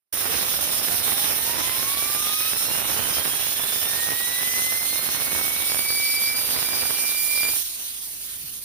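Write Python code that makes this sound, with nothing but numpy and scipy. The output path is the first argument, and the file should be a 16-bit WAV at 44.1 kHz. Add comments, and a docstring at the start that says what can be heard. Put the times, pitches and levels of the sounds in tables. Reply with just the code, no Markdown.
"""Air gun spinning a ball bearing

A jet of air hisses on the rim of a hand-held bearing, close to a phone, and spins the ring up.
The passing balls chop the air into a rising whine, and the shrill jet overloads the right
microphone port, which sputters. Then the nozzle turns away: the whine is gone, the free jet
hisses on, softer, and a sleeve rumbles faintly in the quiet room."""
import sys
import numpy as np
from scipy import signal
from scipy.fft import rfft, irfft, next_fast_len
from scipy.io import wavfile
from scipy.ndimage import uniform_filter1d

SR = 44100
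rng = np.random.default_rng(int(sys.argv[2]) if len(sys.argv) > 2 else 0)


def log_audio(samples):
    """Write samples as a 16-bit WAV file to the path given in sys.argv[1]."""
    # one column per channel
    frames = np.atleast_2d(samples).T
    # limit to full scale, then quantise
    limited = np.clip(frames, -1, 1)
    pcm = np.round(limited * 32767).astype(np.int16)
    wavfile.write(sys.argv[1], SR, pcm)


N = 381024
TIME = np.arange(N) / SR
WINDOW, HOP = 512, 128
FRAME_S = np.arange(N // HOP + 6) * HOP / SR
BIN_HZ = np.fft.rfftfreq(WINDOW, 1 / SR)
START_S, USUAL_OVERLOAD_DB = .125, -36
# how hard the jet overloads the right port: t/s, level/dB
OVERLOAD = [(0.15, -38.5), (0.35, -33), (0.5, -37.5), (1.4, -36), (2.35, -41), (2.6, -39.5), (3.0, -34),
            (3.25, -36), (3.4, -39), (4.1, -38.5), (4.25, -41.5), (4.85, -41), (5.3, -36.5), (5.55, -39.5),
            (5.76, -40), (6.1, -45.5), (6.45, -37.5), (6.85, -38), (7.2, -46), (7.48, -42)]


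def amp(db):
    """Decibels to gain."""
    return 10 ** (np.asarray(db) / 20)


def unit_rms(x):
    """Scales to rms 1."""
    return x / np.sqrt(np.mean(x ** 2) + 1e-20)


def bell(x, centre, width):
    """Gaussian bump of height 1."""
    return np.exp(-((x - centre) / width) ** 2 / 2)


def curve(rows, t):
    """Each column of a time table at the times t."""
    times, *columns = np.transpose(rows)
    return [np.interp(t, times, c) for c in columns]


def colour(rows, hz):
    """Each column of a frequency table at hz, on a log axis."""
    freqs, *columns = np.transpose(rows)
    return [np.interp(np.log(hz + 1), np.log(freqs + 1), c) for c in columns]


def wander(rate_hz):
    """Smooth random motion of rms 1, rolling off above rate_hz."""
    size = next_fast_len(N)
    rolloff = bell(np.fft.rfftfreq(size, 1 / SR), 0, rate_hz)
    return unit_rms(irfft(rfft(rng.standard_normal(size)) * rolloff, size)[:N])


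def flicker(rate_hz, steady_s=.16):
    """Quick random motion of rms 1, without drift slower than steady_s."""
    x = wander(rate_hz)
    return unit_rms(x - uniform_filter1d(x, round(steady_s * SR)))


def band(x, lo_hz, hi_hz):
    """Gentle band-pass."""
    return signal.sosfilt(signal.butter(2, [lo_hz, hi_hz], "band", fs=SR, output="sos"), x)


def noise_frames():
    """Short-time spectra (frames, bins) of white noise at 0 dB per Hz."""
    white = rng.standard_normal(len(FRAME_S) * HOP) * np.sqrt(SR / 2)
    return signal.stft(white, nperseg=WINDOW, noverlap=WINDOW - HOP)[2].T[:len(FRAME_S)]


def sound_of(frames):
    """Short-time spectra back to sound."""
    return signal.istft(frames.T, nperseg=WINDOW, noverlap=WINDOW - HOP)[1][:N]


def room(hum_hz=57.2, hum_db=-61):
    """Low room tone, partly shared by both ports, and a faint mains hum."""
    # noise floor: f/Hz, level/dB per Hz
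    floor = [(20, -100), (60, -82), (150, -89.5), (300, -82.5), (600, -96), (2000, -99), (16000, -110)]
    gain = amp(colour(floor, BIN_HZ)[0])
    shared = noise_frames()
    air = np.array([sound_of(gain * (shared + noise_frames()) / np.sqrt(2)) for _ in range(2)])
    return air + amp(hum_db + wander(3)) * np.sqrt(2) * np.sin(2 * np.pi * hum_hz * TIME)


def nozzle(t, valve_s=.24, sag_db_per_s=.37, turn_s=7.59, turn_length_s=.13, turned_db=-6.2):
    """The valve opens, the jet holds, then turns away: aim (1 on the bearing), rush and sizzle in dB."""
    # brief swells and dips of the sizzle: t/s, half width/s, gain/dB
    swells = [(1.12, 0.2, 1.6), (1.62, 0.029, -2), (4.32, .015, -3), (5.1, 0.0082, -3.5), (7.25, 0.13, 1.7),
              (7.565, .035, 2.2)]
    aim = np.clip(1 - (t - turn_s) / turn_length_s, 0, 1)
    away_s = np.maximum(t - turn_s, 0)
    # the rush builds as the trigger is squeezed home and sags with the hose pressure
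    throttled = np.clip(1 - (t - START_S) / valve_s, 0, 1)
    rush_db = -.95 - 3.5 * throttled - sag_db_per_s * t
    # it is fuller when the jet strikes hard enough to overload the port
    rush_db += .13 * (curve(OVERLOAD, t)[0] - USUAL_OVERLOAD_DB)
    sizzle_db = -.34 + sum(db * bell(t, s, width) for s, width, db in swells)
    # turned away, both drop and recede, the rush faster
    drop_db = (1 - aim) * turned_db
    return aim, aim * rush_db + drop_db - 5.5 * away_s, aim * sizzle_db + drop_db - 2.5 * away_s


def jet(flicker_db=1.65, rush_blotch_db=2.05, sizzle_blotch_db=1.06, free_port_share=.65):
    """Turbulent hiss: a low rush and a top sizzle, sharpened by the right port's resonances."""
    # base colour of the jet: f/Hz, level on the bearing/dB per Hz, level in free air/dB per Hz
    spectrum = [(100, -116, -93), (700, -86, -78.5), (1530, -74, -78), (2500, -68.5, -72.5),
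                (3090, -65.5, -68.5), (3850, -62, -66), (4650, -69.5, -66.5), (5170, -63, -69),
                (6170, -65, -66), (7920, -74, -73), (8600, -70, -67.5), (11200, -67.5, -66),
                (13800, -68.5, -68.5), (15500, -69.5, -69)]
    # colour shifts as the hands move: t/s, half width/s, f/Hz, half width/Hz, gain/dB
    shifts = [(1.05, .3, 13400, 700, 1), (3.15, 0.17, 5200, 400, -2), (6.6, 0.19, 3900, 900, 2.5),
              (7.3, 0.35, 6900, 1000, 3.5), (7.85, 0.16, 3200, 1600, -1)]
    # resonances of the right port, which faces the nozzle: f/Hz, width/Hz, boost/dB
    resonances = [(9410, 1560, 13), (11770, 1740, 8.5), (13750, 1400, 5), (15130, 1440, 11)]
    # stereo image of the hiss: f/Hz, coherence/0-1, left lead/rad
    image = [(300, 0, 2), (1500, 0.1, 1), (3100, 0.26, 1.5), (4480, 0.35, 5), (5470, 0, 0), (6150, 1, 5),
             (6900, 0.53, 3), (9700, 0.47, 4.5), (10600, 0.98, 5), (11440, 0.2, 3.5), (12600, 0.3, 0),
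             (14700, 0.5, 2)]
    t = FRAME_S[:, None]
    aim, rush_db, sizzle_db = nozzle(t)
    on_db, free_db = colour(spectrum, BIN_HZ)
    hiss_db = aim * on_db + (1 - aim) * free_db
    hiss_db += np.interp(t, TIME, flicker_db * np.minimum(flicker(16.6), .12))  # mostly dips
    hiss_db += sum(db * bell(t, s, span) * bell(BIN_HZ, hz, width) for s, span, hz, width, db in shifts)
    # random patches in time and frequency give the hiss the blotchy texture of compressed audio
    blotches = uniform_filter1d(rng.standard_normal(hiss_db.shape), size=30, axis=0)
    blotches = unit_rms(uniform_filter1d(blotches, size=9, axis=1))
    top = np.clip((BIN_HZ - 6000) / 2500, 0, 1)  # crossfade from rush to sizzle
    hiss_db += (1 - top) * (rush_db + rush_blotch_db * blotches)
    hiss_db += top * (sizzle_db + sizzle_blotch_db * blotches)
    port_db = sum(db * .5 ** ((2 * (BIN_HZ - hz) / width) ** 2) for hz, width, db in resonances)
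    port_db = port_db * (aim + (1 - aim) * free_port_share)
    coherence, lead = colour(image, BIN_HZ)
    left = noise_frames()
    right = coherence * np.exp(-1j * lead) * left + np.sqrt(1 - coherence ** 2) * noise_frames()
    return np.array([sound_of(left * amp(hiss_db)), sound_of(right * amp(hiss_db + port_db))])


def on_rim(slide_s=7.49, length_s=.14):
    """Share of the jet that still strikes the rim as it slides off."""
    return np.clip(1 - (TIME - slide_s) / length_s, 0, 1)


def ball_rate(start_hz=318.8, push_hz_per_s=418.2, top_hz=2546.7, drag_power=4.326):
    """Balls passing per second: the jet pushes against drag that grows steeply with speed."""
    # the jet's grip on the ring slips or tightens: start/s, end/s, change/share of the push
    grip_changes = [(2.048, 2.428, -.396), (2.428, 2.912, .144), (5.845, 7.6, -.185)]
    grip = 1 + sum(change * ((FRAME_S > start) & (FRAME_S < end)) for start, end, change in grip_changes)
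    hz = [start_hz]
    for push, step_s in zip(grip, np.diff(FRAME_S)):
        drag = (hz[-1] / top_hz) ** drag_power
        hz.append(hz[-1] + step_s * push_hz_per_s * (push - drag))
    return np.interp(TIME, FRAME_S, hz)


def overtone_db(k, rest_db=-56):
    """Level of the whine's partial k, which lies under the hiss and whistles out briefly."""
    # overtone flares: t/s, half width/s, partial number, peak/dB
    flares = [(2.45, .07, 3, -39), (2.7, .06, 3, -43), (3.83, .08, 3, -45), (4.48, .1, 3, -39.5),
              (4.75, .07, 3, -41.5), (5.75, .08, 3, -41.5), (6.07, .1, 3, -42.5), (7.3, .08, 3, -45),
              (7.5, .04, 3, -40), (2.63, .055, 4, -37), (3.5, .07, 4, -43), (4, .06, 4, -43.5),
              (4.68, .11, 4, -39), (5.63, .06, 4, -36), (5.82, .06, 4, -34.5), (6.03, .07, 4, -34),
              (7.05, .05, 4, -35), (5.75, .08, 5, -41), (6.22, .1, 5, -35), (7.38, .08, 5, -37)]
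    peaks = sum(amp(db) * bell(TIME, s, width) for s, width, order, db in flares if order == k)
    return 20 * np.log10(np.maximum(peaks, amp(rest_db)))


def whine(jitter=.0009, ball_count=8, sideband_db=-18, flutter_db=1.6, flutter_step_db=1.8, fuzz_hz=70):
    """A siren: each passing ball cuts the jet; once a turn the cage adds a weaker tone below."""
    # the fundamental, set by how squarely the jet meets the balls: t/s, level/dB
    fundamental = [(0.15, -58), (0.3, -45), (0.43, -50), (0.68, -46), (0.8, -49), (0.92, -44), (1.02, -50),
                   (1.15, -43.5), (1.28, -44.5), (1.39, -53), (1.47, -42), (1.65, -41.5), (1.77, -46),
                   (1.88, -40.5), (2.05, -41), (2.27, -38), (2.48, -42), (2.55, -50), (2.64, -45),
                   (2.8, -57), (2.98, -43), (3.3, -53), (3.6, -46), (3.83, -46), (4.02, -35), (4.28, -37),
                   (4.48, -32.5), (4.72, -31.5), (4.85, -38), (5.14, -42), (5.28, -36), (5.48, -34),
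                   (5.72, -37.5), (6.02, -29.3), (6.32, -30), (6.53, -53.5), (6.65, -38.5), (6.92, -41.5),
                   (7.04, -33.5), (7.26, -34.5), (7.36, -28.3), (7.47, -28), (7.52, -34)]
    # the octave above it: t/s, level/dB
    octave = [(0.15, -60), (1.2, -51), (1.47, -44.5), (1.6, -48), (1.7, -39), (1.8, -49), (1.88, -39),
              (1.94, -43), (2.03, -39), (2.13, -47), (2.32, -41.5), (2.46, -37), (2.6, -45), (2.74, -38.5),
              (2.86, -47), (3.02, -42), (3.19, -37), (3.28, -41), (3.38, -38), (3.53, -45), (3.64, -39),
              (3.75, -39.5), (3.87, -34.5), (3.95, -39), (4.1, -54), (4.2, -40), (4.37, -36), (4.53, -47),
              (4.62, -40), (4.73, -45), (4.84, -38.5), (5.02, -39.5), (5.3, -44), (5.56, -48),
              (5.72, -34.5), (5.82, -38), (5.92, -31.5), (6.3, -33.5), (6.6, -35.5), (6.82, -32.5),
              (6.98, -38.5), (7.15, -35.5), (7.27, -40), (7.39, -33.5), (7.5, -33)]
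    # standing waves between the ports, which the whine sweeps through: f/Hz, left-right/dB, left lead/rad
    standing_waves = [(440, -6, -.3), (600, -12, -.4), (750, -7, .8), (950, -1, .6), (1300, -2, .7),
                      (1500, -7, 2), (1660, -2, 1.1), (1790, -3, 1.3), (1885, 2, .6), (1940, -9, .3),
                      (1985, 6, 1.9), (2060, 8, 1.9), (2115, 1, 1.3), (2160, 7, 2.2), (2245, 8, 2.2),
                      (2290, 0, .3), (2335, -2, 0), (2370, -6, -.1), (2420, 2, 2.7), (2490, 1, 2.5),
                      (2540, 1, 1.5), (2650, 1, 2.3), (2780, 0, 1.2), (3200, 4, 1.6), (3520, -2, 1.1),
                      (3640, -4, 2.3), (3880, 2, 1.6), (4080, 3, 1.4), (4150, 0, 2.2), (4250, 2, 1.3),
                      (4530, 0, 2.9), (4580, 6, 2.4), (4630, 6, 2.4), (4690, 3, 3.3), (4745, 5, 4.3),
                      (5400, 0, 1.6), (7000, -5, 2.6), (8200, 0, 2.4), (9000, -8, 4), (9500, -8, 4),
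                      (11500, 0, 3.4)]
    hz = ball_rate()
    cycles = np.cumsum(hz * (1 + jitter * wander(20))) / SR
    main_db = curve(fundamental, TIME)[0]
    partials = [(1, main_db), (1 - 1 / ball_count, main_db + sideband_db), (2, curve(octave, TIME)[0])]
    partials += [(k, overtone_db(k)) for k in (3, 4, 5)]
    out = np.zeros((2, N))
    for k, db in partials:
        pan_db, lead = colour(standing_waves, k * hz)
        # turbulence shakes the higher partials more, so they melt into the hiss
        shake_db = (flutter_db + flutter_step_db * (k - 1)) * np.minimum(flicker(23), 1.1)
        fuzz_rad = .14 * (k - .5)
        right_gain = 2 * amp(db + shake_db) / np.sqrt(1 + amp(pan_db) ** 2)
        phase = 2 * np.pi * k * cycles
        out[0] += right_gain * amp(pan_db) * np.cos(phase + lead + fuzz_rad * wander(fuzz_hz))
        out[1] += right_gain * np.cos(phase + fuzz_rad * wander(fuzz_hz))
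    return out * on_rim() ** 2


def sputter(level_db=2, peakiness=2.52, swing_hz=1750, clump_db=1.5, pop_width_s=.00006, leak_db=-36):
    """The right port rectifies the jet's ultrasound: each peak of its envelope is a one-sided spike."""
    # the loudest pops: t/s, peak before filtering/dB
    pops = [(0.541, -11), (0.8849, -7), (1.078, -8.5), (1.2438, -9), (1.312, -11), (1.6954, -8),
            (2.15, -7.5), (2.2706, -10.5), (2.534, -7), (2.757, -10), (2.8183, -9), (3.1151, -11),
            (3.1684, -9.5), (3.2544, -8.5), (3.2595, -6.5), (3.3959, -11), (3.4688, -10.5), (3.5955, -11),
            (3.6367, -11), (3.7611, -10.5), (3.9353, -12), (4.083, -12), (4.089, -8.5), (4.1067, -9),
            (4.1197, -11), (4.4114, -12.5), (4.432, -12), (4.5388, -12), (4.6205, -11), (4.7226, -10.5),
            (4.7271, -12.5), (4.8298, -13), (5.0893, -8), (5.148, -9), (5.201, -11), (5.2697, -11),
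            (5.331, -11), (5.4014, -11), (5.4532, -11.5), (5.4811, -11), (5.5638, -11), (5.7, -11),
            (5.7193, -7.5), (5.746, -6.5), (5.7702, -10), (5.7925, -7.5), (5.9048, -8.5), (5.9263, -13),
            (6.0002, -16), (6.141, -15), (6.2198, -12), (6.238, -12.5), (6.5091, -12), (6.5678, -13),
            (6.621, -13), (6.6291, -8.5), (6.6887, -10), (6.7376, -14), (6.825, -11), (6.8368, -13),
            (6.8564, -12), (6.9033, -14), (6.9873, -12), (7.0388, -14), (7.0926, -16), (7.3763, -13.5),
            (7.433, -9), (7.4527, -11), (7.4643, -16), (7.4868, -16.5), (7.4907, -14)]
    overload_db = curve(OVERLOAD, TIME)[0]
    envelope = np.minimum(np.hypot(wander(swing_hz), wander(swing_hz)), 4.1)
    spikes = envelope ** peakiness
    spikes = spikes.mean() - spikes
    clumps = np.minimum(wander(20), 1.1)
    spikes *= amp(level_db + overload_db + clump_db * clumps) / np.std(band(spikes, 67, 890))
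    spikes *= np.sqrt(on_rim())
    for s, db in pops:
        near = slice(round(s * SR) - 40, round(s * SR) + 40)
        spikes[near] -= amp(db) * bell(TIME[near], s, pop_width_s)
    # the input's low cut rings a little, which gives each spike a soft thud, heavier in deep overload
    thud_db = -4 + .61 * (overload_db - USUAL_OVERLOAD_DB)
    thud = amp(thud_db) * band(spikes, 63, 105)
    return band(spikes + thud, 59, 11700) * amp([[leak_db], [0]])


def sleeve(peak_s=8.45, level_db=-55, fade_db_per_s=54, lumpy_db=2):
    """Moving cloth: a soft, lumpy rumble that swells and fades."""
    rumble = unit_rms(band(rng.standard_normal(N), 80, 190))
    return rumble * amp(level_db - fade_db_per_s * abs(TIME - peak_s) + lumpy_db * wander(22))


def scene():
    """All layers at the left and right ports."""
    return jet() + whine() + sputter() + sleeve() + room()


def record(dry, fade_s=.003, edge_hz=15560):
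    """The sound cuts in with the air already on; a steep low-pass trims the top."""
    opened = dry * np.clip((TIME - START_S) / fade_s, amp(-62), 1)
    low_pass = signal.firwin(1023, edge_hz, window=("kaiser", 8), fs=SR)
    return signal.oaconvolve(opened, low_pass[None], "same")


dry = scene()
out = record(dry)
log_audio(out)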